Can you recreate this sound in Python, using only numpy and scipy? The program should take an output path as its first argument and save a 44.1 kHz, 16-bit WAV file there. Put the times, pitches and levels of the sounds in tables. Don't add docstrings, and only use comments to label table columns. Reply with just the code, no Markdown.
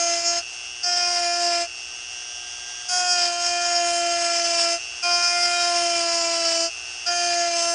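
import sys
import numpy as np
from scipy import signal
from scipy.fft import rfft, irfft
from scipy.io import wavfile
from scipy.ndimage import uniform_filter1d

SR = 44100
rng = np.random.default_rng(int(sys.argv[2]) if len(sys.argv) > 2 else 0)


def put_to_file(sound):
    columns = np.atleast_2d(sound).T
    safe = np.clip(columns, -1, 1)
    whole_steps = np.round(safe * 32767)
    wavfile.write(sys.argv[1], SR, whole_steps.astype(np.int16))


N = 341334
TIME = np.arange(N) / SR

MAINS_HZ = 60
FREE_HZ, START_HZ, WORKING_HZ = 363.4, 341.8, 345
HOUSING_HZ = 2690


def undb(db):
    return 10 ** (np.asarray(db) / 20)


def unit(x):
    return x / np.sqrt(np.mean(x ** 2))


def curves(table):
    seconds, *columns = np.transpose(table)
    return [np.interp(TIME, seconds, column) for column in columns]


def walk(rate):
    step = max(int(SR / rate), 2)
    targets = rng.standard_normal(N)[:N // step + 1]
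    return 1.22 * uniform_filter1d(np.repeat(targets, step), step)[:N]


def colour(x, points):
    hz, db = np.transpose(points)
    bins = np.maximum(np.fft.rfftfreq(N, 1 / SR), 1)
    gain = undb(np.interp(np.log(bins), np.log(hz), db))
    return unit(irfft(rfft(x) * gain, N))


def resonate(x, hz, width_hz):
    return signal.lfilter(*signal.iirpeak(hz, hz / width_hz, fs=SR), x)


def each_turn(turns):
    values = rng.standard_normal(N // 100)
    return np.interp(turns, np.arange(len(values)), values)


def swell(at_s, length_s):
    return np.cos(np.pi / 2 * np.clip((TIME - at_s) / length_s, -1, 1)) ** 2


# pitch_hz, relative level_db
RUMBLE_SPECTRUM = [(20, -15), (48, -11), (75, -3.5), (100, -13), (170, -23), (400, -18.5)]


def shop(rumble_db=-60):
    return undb(rumble_db) * colour(rng.standard_normal(N), RUMBLE_SPECTRUM + [(4000, -77.5)])


# start_s, end_s, seating_time_s, drone_db (twice a turn), chatter_db (four times a turn),
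# main_ring_db, main_ring_hz, upper_ring_db, upper_ring_hz, upper_ring_width_hz, grit_db
PRESSES = [(-0.1, 0.422, .05, -33.5, -39, -28.5, 5170, -32.5, 6500, 398, -35),
           (0.829, 1.674, 0.051, -31, -40, -26.5, 5170, -37, 6800, 1700, -41),
           (2.883, 4.792, 0.052, -30.5, -36, -31, 5080, -33.5, 6670, 1610, -40),
           (5.024, 6.702, 0.034, -30, -33, -28.5, 5230, -34.5, 6600, 1700, -40),
           (7.058, 7.9, 0.036, -30, -35, -30, 4800, -32.5, 5900, 1118, -40.5)]
BITE_S, LIFT_S = 0.0079, .05


def contact(seating=False):
    total = 0
    for start, end, seat_s, *_ in PRESSES:
        touch_ramp = (TIME - start) / (seat_s if seating else BITE_S)
        lift_ramp = (end - TIME) / LIFT_S
        total = total + np.clip(np.minimum(touch_ramp, lift_ramp), 0, 1)
    return total


# at_s, drag_hz (speed the drag would take away)
PRESSURE = [(0.0, 22.7), (0.15, 32.4), (0.22, 4.3), (0.41, 24.2), (0.83, 10.7), (1.1, 19.9), (1.22, 44.9),
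            (1.32, 0.0), (1.42, 29.9), (1.65, 29.9), (2.89, 0.0), (3.0, 8.9), (3.2, 53.3), (3.38, 4.8),
            (3.56, 17.1), (3.8, 27.5), (3.95, 21.7), (4.62, 29.9), (4.77, 5.2), (5.02, 0.0), (5.12, 22.3),
            (5.28, 8.4), (5.6, 21.6), (5.9, 36.5), (6.32, 30.4), (6.46, 44.9), (6.69, 2.8), (7.06, 13.7),
            (7.3, 27.6), (7.54, 38.7), (7.68, 16.3)]


def drag():
    pressure, = curves(PRESSURE)
    return pressure * (contact() > 1 / 2)


def spindle(lag_s=.57):
    keep = np.exp(-1 / (lag_s * SR))
    target = FREE_HZ - drag()
    return START_HZ + signal.lfilter([1 - keep], [1, -keep], target - START_HZ)


def current(peak_at, sharpness):
    pulse = np.exp(sharpness * np.cos(2 * np.pi * (2 * MAINS_HZ * TIME - peak_at)))
    return pulse / pulse.mean()


# multiple of the speed, base level_db
MOTOR_PARTIALS = [(2, -59), (4, -68), (6, -67), (13, -54.5), (14, -54), (15, -48), (16, -43.5), (17, -56),
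                  (18, -52), (19, -62), (20, -65), (21, -67), (23, -66), (24, -65), (25, -66)]


def rotor_whine(angle, below_top, pull, throb=0.16):
    whine = 0
    for order, db in MOTOR_PARTIALS:
        wave = np.sin(order * angle + rng.uniform(0, 2 * np.pi))
        whine = whine + undb(db + 1.3 * walk(16)) * wave
    return np.sqrt(2) * whine * (1 + throb * (pull - 1)) * undb(.2 * below_top)


def rotor_shake(angle, pull):
    housing = signal.butter(10, 335, "high", fs=SR, output="sos")
    return unit(signal.sosfilt(housing, pull * np.sin(angle)))


def slot_buzz(angle, hz):
    sparks = .3 * rng.standard_normal(N)
    wave = current(peak_at=.69, sharpness=2.6) * (np.sin(8 * angle) + sparks)
    ringing = unit(resonate(resonate(wave, HOUSING_HZ, 460), HOUSING_HZ, 460))
    return undb(-.4 * np.maximum(hz - 353, 0) + .7 * walk(30)) * ringing


def armature_buzz(angle, below_top):
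    switching = current(peak_at=.45, sharpness=14)
    return undb(.3 * below_top) * unit(resonate(switching * np.sin(9 * angle), 3330, 190))


def bearing_whine(angle, below_top, bearing_db=-50.7):
    race = np.sin(4.418 * angle) + .3 * np.sin(5.418 * angle)
    return undb(bearing_db + .45 * below_top + 1.6 * walk(14)) * unit(race)


# pitch_hz, relative level_db
FAN_SPECTRUM = [(200, -33), (520, -22), (750, -4), (1000, -16), (1250, -7.5), (1800, -11.5), (2750, -7),
                (3400, -10), (4100, -13.5), (4700, -4.5), (5300, -1), (6400, 0.5), (7000, -12.5),
                (8700, -12), (10000, -23)]


def fan_air(pull):
    noise = rng.standard_normal(N) * (1 + .09 * (pull - 1)) * undb(.6 * walk(25))
    return colour(noise, FAN_SPECTRUM)


# at_s, lift_db of the whole motor
GRIP = [(.6, 1.5), (1.8, 1.1), (2.8, 3), (4.9, 3), (6.9, 3)]


def motor(turns, hz, shake_db=-63, slot_db=-39.6, armature_db=-47.2, fan_db=-40.5, braced_db=-7):
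    angle = 2 * np.pi * turns
    pull = current(peak_at=0.69, sharpness=2.1)
    below_top = hz - hz.max()
    rotor = rotor_whine(angle, below_top, pull)
    shake = undb(shake_db) * rotor_shake(angle, pull)
    slots = undb(slot_db) * slot_buzz(angle, hz)
    armature = undb(armature_db) * armature_buzz(angle, below_top)
    buzz = undb(braced_db * contact()) * (shake + slots + armature)
    bearing = bearing_whine(angle, below_top)
    air = undb(fan_db) * fan_air(pull)
    grip_db, = curves(GRIP)
    return undb(grip_db) * (rotor + buzz + bearing + air)


# at_s (middle), length_s, main_ring_lift_db, main_ring_hz,
# upper_ring_lift_db, grit_change_db
SCREECHES = [(0.054, 0.22, 1, 5300, 4.5, -7.5), (0.287, 0.059, 8, 5300, 7.5, -6.5),
             (0.84, .02, 1.5, 4600, -1, 1), (0.988, 0.083, 1, 4870, 1, 4.5),
             (3.002, 0.046, 1, 5150, 3.5, 2.5), (3.117, 0.058, 8.5, 4930, 4.5, -22),
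             (3.224, 0.087, 6.5, 5115, -1, 2), (3.455, 0.09, 7, 5340, 6, 6),
             (3.762, 0.043, 8, 5140, 0, -2.5), (4.635, 0.59, 6, 5194, 0, 2.5),
             (5.147, 0.05, 8.5, 5100, 1.5, -20.5), (5.267, 0.1, 6.5, 5170, 1.5, 2.5),
             (5.447, 0.062, 5.5, 5060, 0, 3.5), (5.63, 0.053, 2.5, 5130, 1, 0.5),
             (6.196, 0.32, 5.5, 5160, 0.5, -1), (6.48, 0.08, 7, 5140, -2, 0),
             (6.623, 0.19, 7, 5200, 2.5, 3), (7.08, 0.042, 6, 4890, -9, 1),
             (7.165, 0.04, 2, 5100, 2.5, -11), (7.633, 0.18, 4, 5400, 2.5, -0.5)]
# at_s (middle), length_s, change_db
TONE_DIPS = [(0.221, 0.036, -4.5), (1.068, 0.017, -1), (3.376, 0.19, -3.5), (5.005, 0.019, -28),
             (7.516, 0.045, -2)]
# at_s (middle), length_s, drone_change_db, chatter_change_db
TONE_SWELLS = [(0.07, 0.17, 3.5, 1), (1.16, .08, 0.5, -3), (1.436, 0.092, 2, -1), (3.185, 0.38, 1.5, -0.5),
               (3.79, 0.12, 1.5, -1.5), (4.102, 0.12, 1, -1), (4.67, 0.059, 1.5, 2.5), (5.26, 0.1, -6, 0.5),
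               (5.6, 0.076, 0, 3), (5.83, 0.21, 0.5, -3.5), (7.377, 0.28, 0, -3.5)]
CHATTER_DB_PER_HZ, FULL_CHATTER_HZ = 0.71, 351
RING_DB_PER_HZ, RING_SHIFT_HZ_PER_HZ = 0.2945, -18
GRIT_DB_PER_HZ, FULL_GRIT_HZ = 0.3475, 30
SCREECH_DRONE_SHARE = 0.047
DRONE_HZ, DRONE_WIDTH_HZ, DRONE_LIFT_DB = 690, 12, 4


def cut(hz):
    held = [(s, *voice) for start, end, seat_s, *voice in PRESSES for s in (start, end)]
    drone, chatter, main, main_hz, upper, upper_hz, upper_width, grit = curves(held)
    fast = hz - WORKING_HZ
    drone = drone + DRONE_LIFT_DB / (1 + (2 * (2 * hz - DRONE_HZ) / DRONE_WIDTH_HZ) ** 2)
    chatter = chatter + CHATTER_DB_PER_HZ * (np.minimum(hz, FULL_CHATTER_HZ) - WORKING_HZ)
    main = main + RING_DB_PER_HZ * fast
    main_hz = main_hz + RING_SHIFT_HZ_PER_HZ * fast
    grit = grit + GRIT_DB_PER_HZ * (np.minimum(drag(), FULL_GRIT_HZ) - (FREE_HZ - WORKING_HZ))
    for at_s, length_s, lift_db, centre_hz, upper_lift_db, grit_db in SCREECHES:
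        caught = swell(at_s, length_s)
        main = main + lift_db * caught
        main_hz = main_hz + (centre_hz - main_hz) * caught
        drone = drone - SCREECH_DRONE_SHARE * lift_db * caught
        upper = upper + upper_lift_db * caught
        grit = grit + grit_db * caught
    for at_s, length_s, drone_db, chatter_db in TONE_SWELLS:
        shape = swell(at_s, length_s)
        drone = drone + drone_db * shape
        chatter = chatter + chatter_db * shape
    dip = sum(db * swell(at_s, length_s) for at_s, length_s, db in TONE_DIPS)
    touch = 20 * np.log10(contact() + 1e-5)
    seated = 20 * np.log10(contact(seating=True) + 1e-5)
    drone = drone + seated + dip
    chatter = chatter + (touch + seated) / 2 + dip
    main = main + touch + dip
    upper = upper + touch + dip
    return drone, chatter, main, main_hz, upper, upper_hz, upper_width, grit + touch


def partials(angle, orders, gains, wander_db):
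    gains = [g * undb(wander_db * walk(6) + walk(45)) for g in gains]
    tone = 0
    for order, gain in zip(orders, gains):
        phase = (order > 9) * rng.uniform(0, 2 * np.pi) + 0.014 * order * walk(6.2)
        tone = tone - gain * np.cos(order * angle + phase)
    return tone * np.sqrt(2 / sum(g ** 2 for g in gains))


def ring(angle, hz, rows, centre_hz, width_hz, wander_db):
    orders = [order for order, db in rows]
    gains = [undb(db) / np.hypot(1, 2 * (order * hz - centre_hz) / width_hz) for order, db in rows]
    return partials(angle, orders, gains, wander_db)


def recut(chips, turns, memory, count=3):
    return sum(memory ** j * np.interp(turns - j, turns, chips) for j in range(count))


# pitch_hz, relative level_db
GRIT_SPECTRUM = [(200, -33.5), (540, -21), (800, -18.5), (1150, -20), (2000, -14), (2900, -10),
                 (3700, -17.5), (4400, -13.5), (5150, 1), (6000, -12.5), (7000, -11), (8000, -14),
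                 (9600, -25.5)]


def grit_rasp(angle, turns, force, bite=0.057, bursts_db=1.4):
    strike = np.exp(bite * np.cos(angle))
    chips = rng.standard_normal(N) * strike * force * undb(bursts_db * walk(50))
    return colour(recut(chips, turns, memory=.55), GRIT_SPECTRUM)


# multiple of the speed, relative level_db
KNOCK_PARTIALS = [(3, -4), (5, 1.5), (6, -3), (9, 3.5), (10, -14), (11, -13), (12, -7)]
MAIN_RING_PARTIALS = [(13, -4.5), (14, 1.5), (15, 2.5), (16, 3), (17, -1)]
UPPER_RING_PARTIALS = [(18, 2.5), (19, 0.5), (20, -0.5), (21, -6.5), (22, -1.5), (23, -3.5), (24, -2),
                       (25, -1.5), (26, -11.5), (27, 0.5), (28, -7)]


def grinding(turns, hz, scatter_db=1.11, jitter_turns=.0018, torque_throb=.2, rasp_db=7.4):
    drone, chatter, main, main_hz, upper, upper_hz, upper_width, grit = cut(hz)
    bounce = np.minimum(undb(grit + 41), 1.15)
    hurry = 0.00063 * current(peak_at=0.77, sharpness=0.91)
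    jitter = jitter_turns * bounce * each_turn(turns)
    angle = 2 * np.pi * (turns + hurry + jitter + .004 * walk(45))

    def wave(order):
        return -np.sqrt(2) * np.cos(order * angle)

    thump = undb(drone - 14.5 + 0.38 * (hz.mean() - hz) + walk(22)) * wave(1)
    hum = undb(drone + 1.5 + .6 * walk(18)) * wave(2)
    seventh = undb(chatter - 2 + 3 * walk(12)) / np.hypot(1, (7 * hz - 2410) / 75) * wave(7)
    eighth = undb(drone - 8 + 2 * walk(10)) / np.hypot(1, (8 * hz - HOUSING_HZ) / 20) * wave(8)
    throb = torque_throb * (current(peak_at=.69, sharpness=1.5) - 1)
    rattle = undb(chatter + 2.0 * walk(25)) * (1 + throb / 2) * wave(4) + seventh + eighth
    knock_orders = [order for order, db in KNOCK_PARTIALS]
    knock_gains = [undb(db) for order, db in KNOCK_PARTIALS]
    knock_db = (chatter + drone) / 2 - 2.5 - 0.1163 * (hz - WORKING_HZ)
    knock = undb(knock_db) * (1 + throb) * partials(angle, knock_orders, knock_gains, wander_db=4.0)
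    main_ring = ring(angle, hz, MAIN_RING_PARTIALS, main_hz, width_hz=800, wander_db=1.6)
    upper_ring = ring(angle, hz, UPPER_RING_PARTIALS, upper_hz, upper_width, wander_db=4.0)
    metal = undb(main + .8 * walk(25)) * main_ring + undb(upper + 1 + 1.2 * walk(25)) * upper_ring
    force = undb(scatter_db * bounce * each_turn(turns))
    rasp = undb(grit + rasp_db) * grit_rasp(angle, turns, force)
    return thump + hum + rattle + force * (knock + metal) + rasp


def room(x, t60_s=0.25, wet_db=-20):
    t = TIME[:SR // 2]
    tail = rng.standard_normal(len(t)) * undb(-60 * t / t60_s) * (t > .004)
    return x + undb(wet_db) * signal.fftconvolve(x, tail / np.linalg.norm(tail))[:N]


def scene():
    hz = spindle()
    turns = np.cumsum(hz) / SR
    tool = motor(turns, hz) + grinding(turns, hz)
    return (room(tool) + shop())[None]


def record(dry, top_hz=10000):
    return signal.sosfilt(signal.ellip(10, .2, 70, top_hz, fs=SR, output="sos"), dry)


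dry = scene()
out = record(dry)
put_to_file(out)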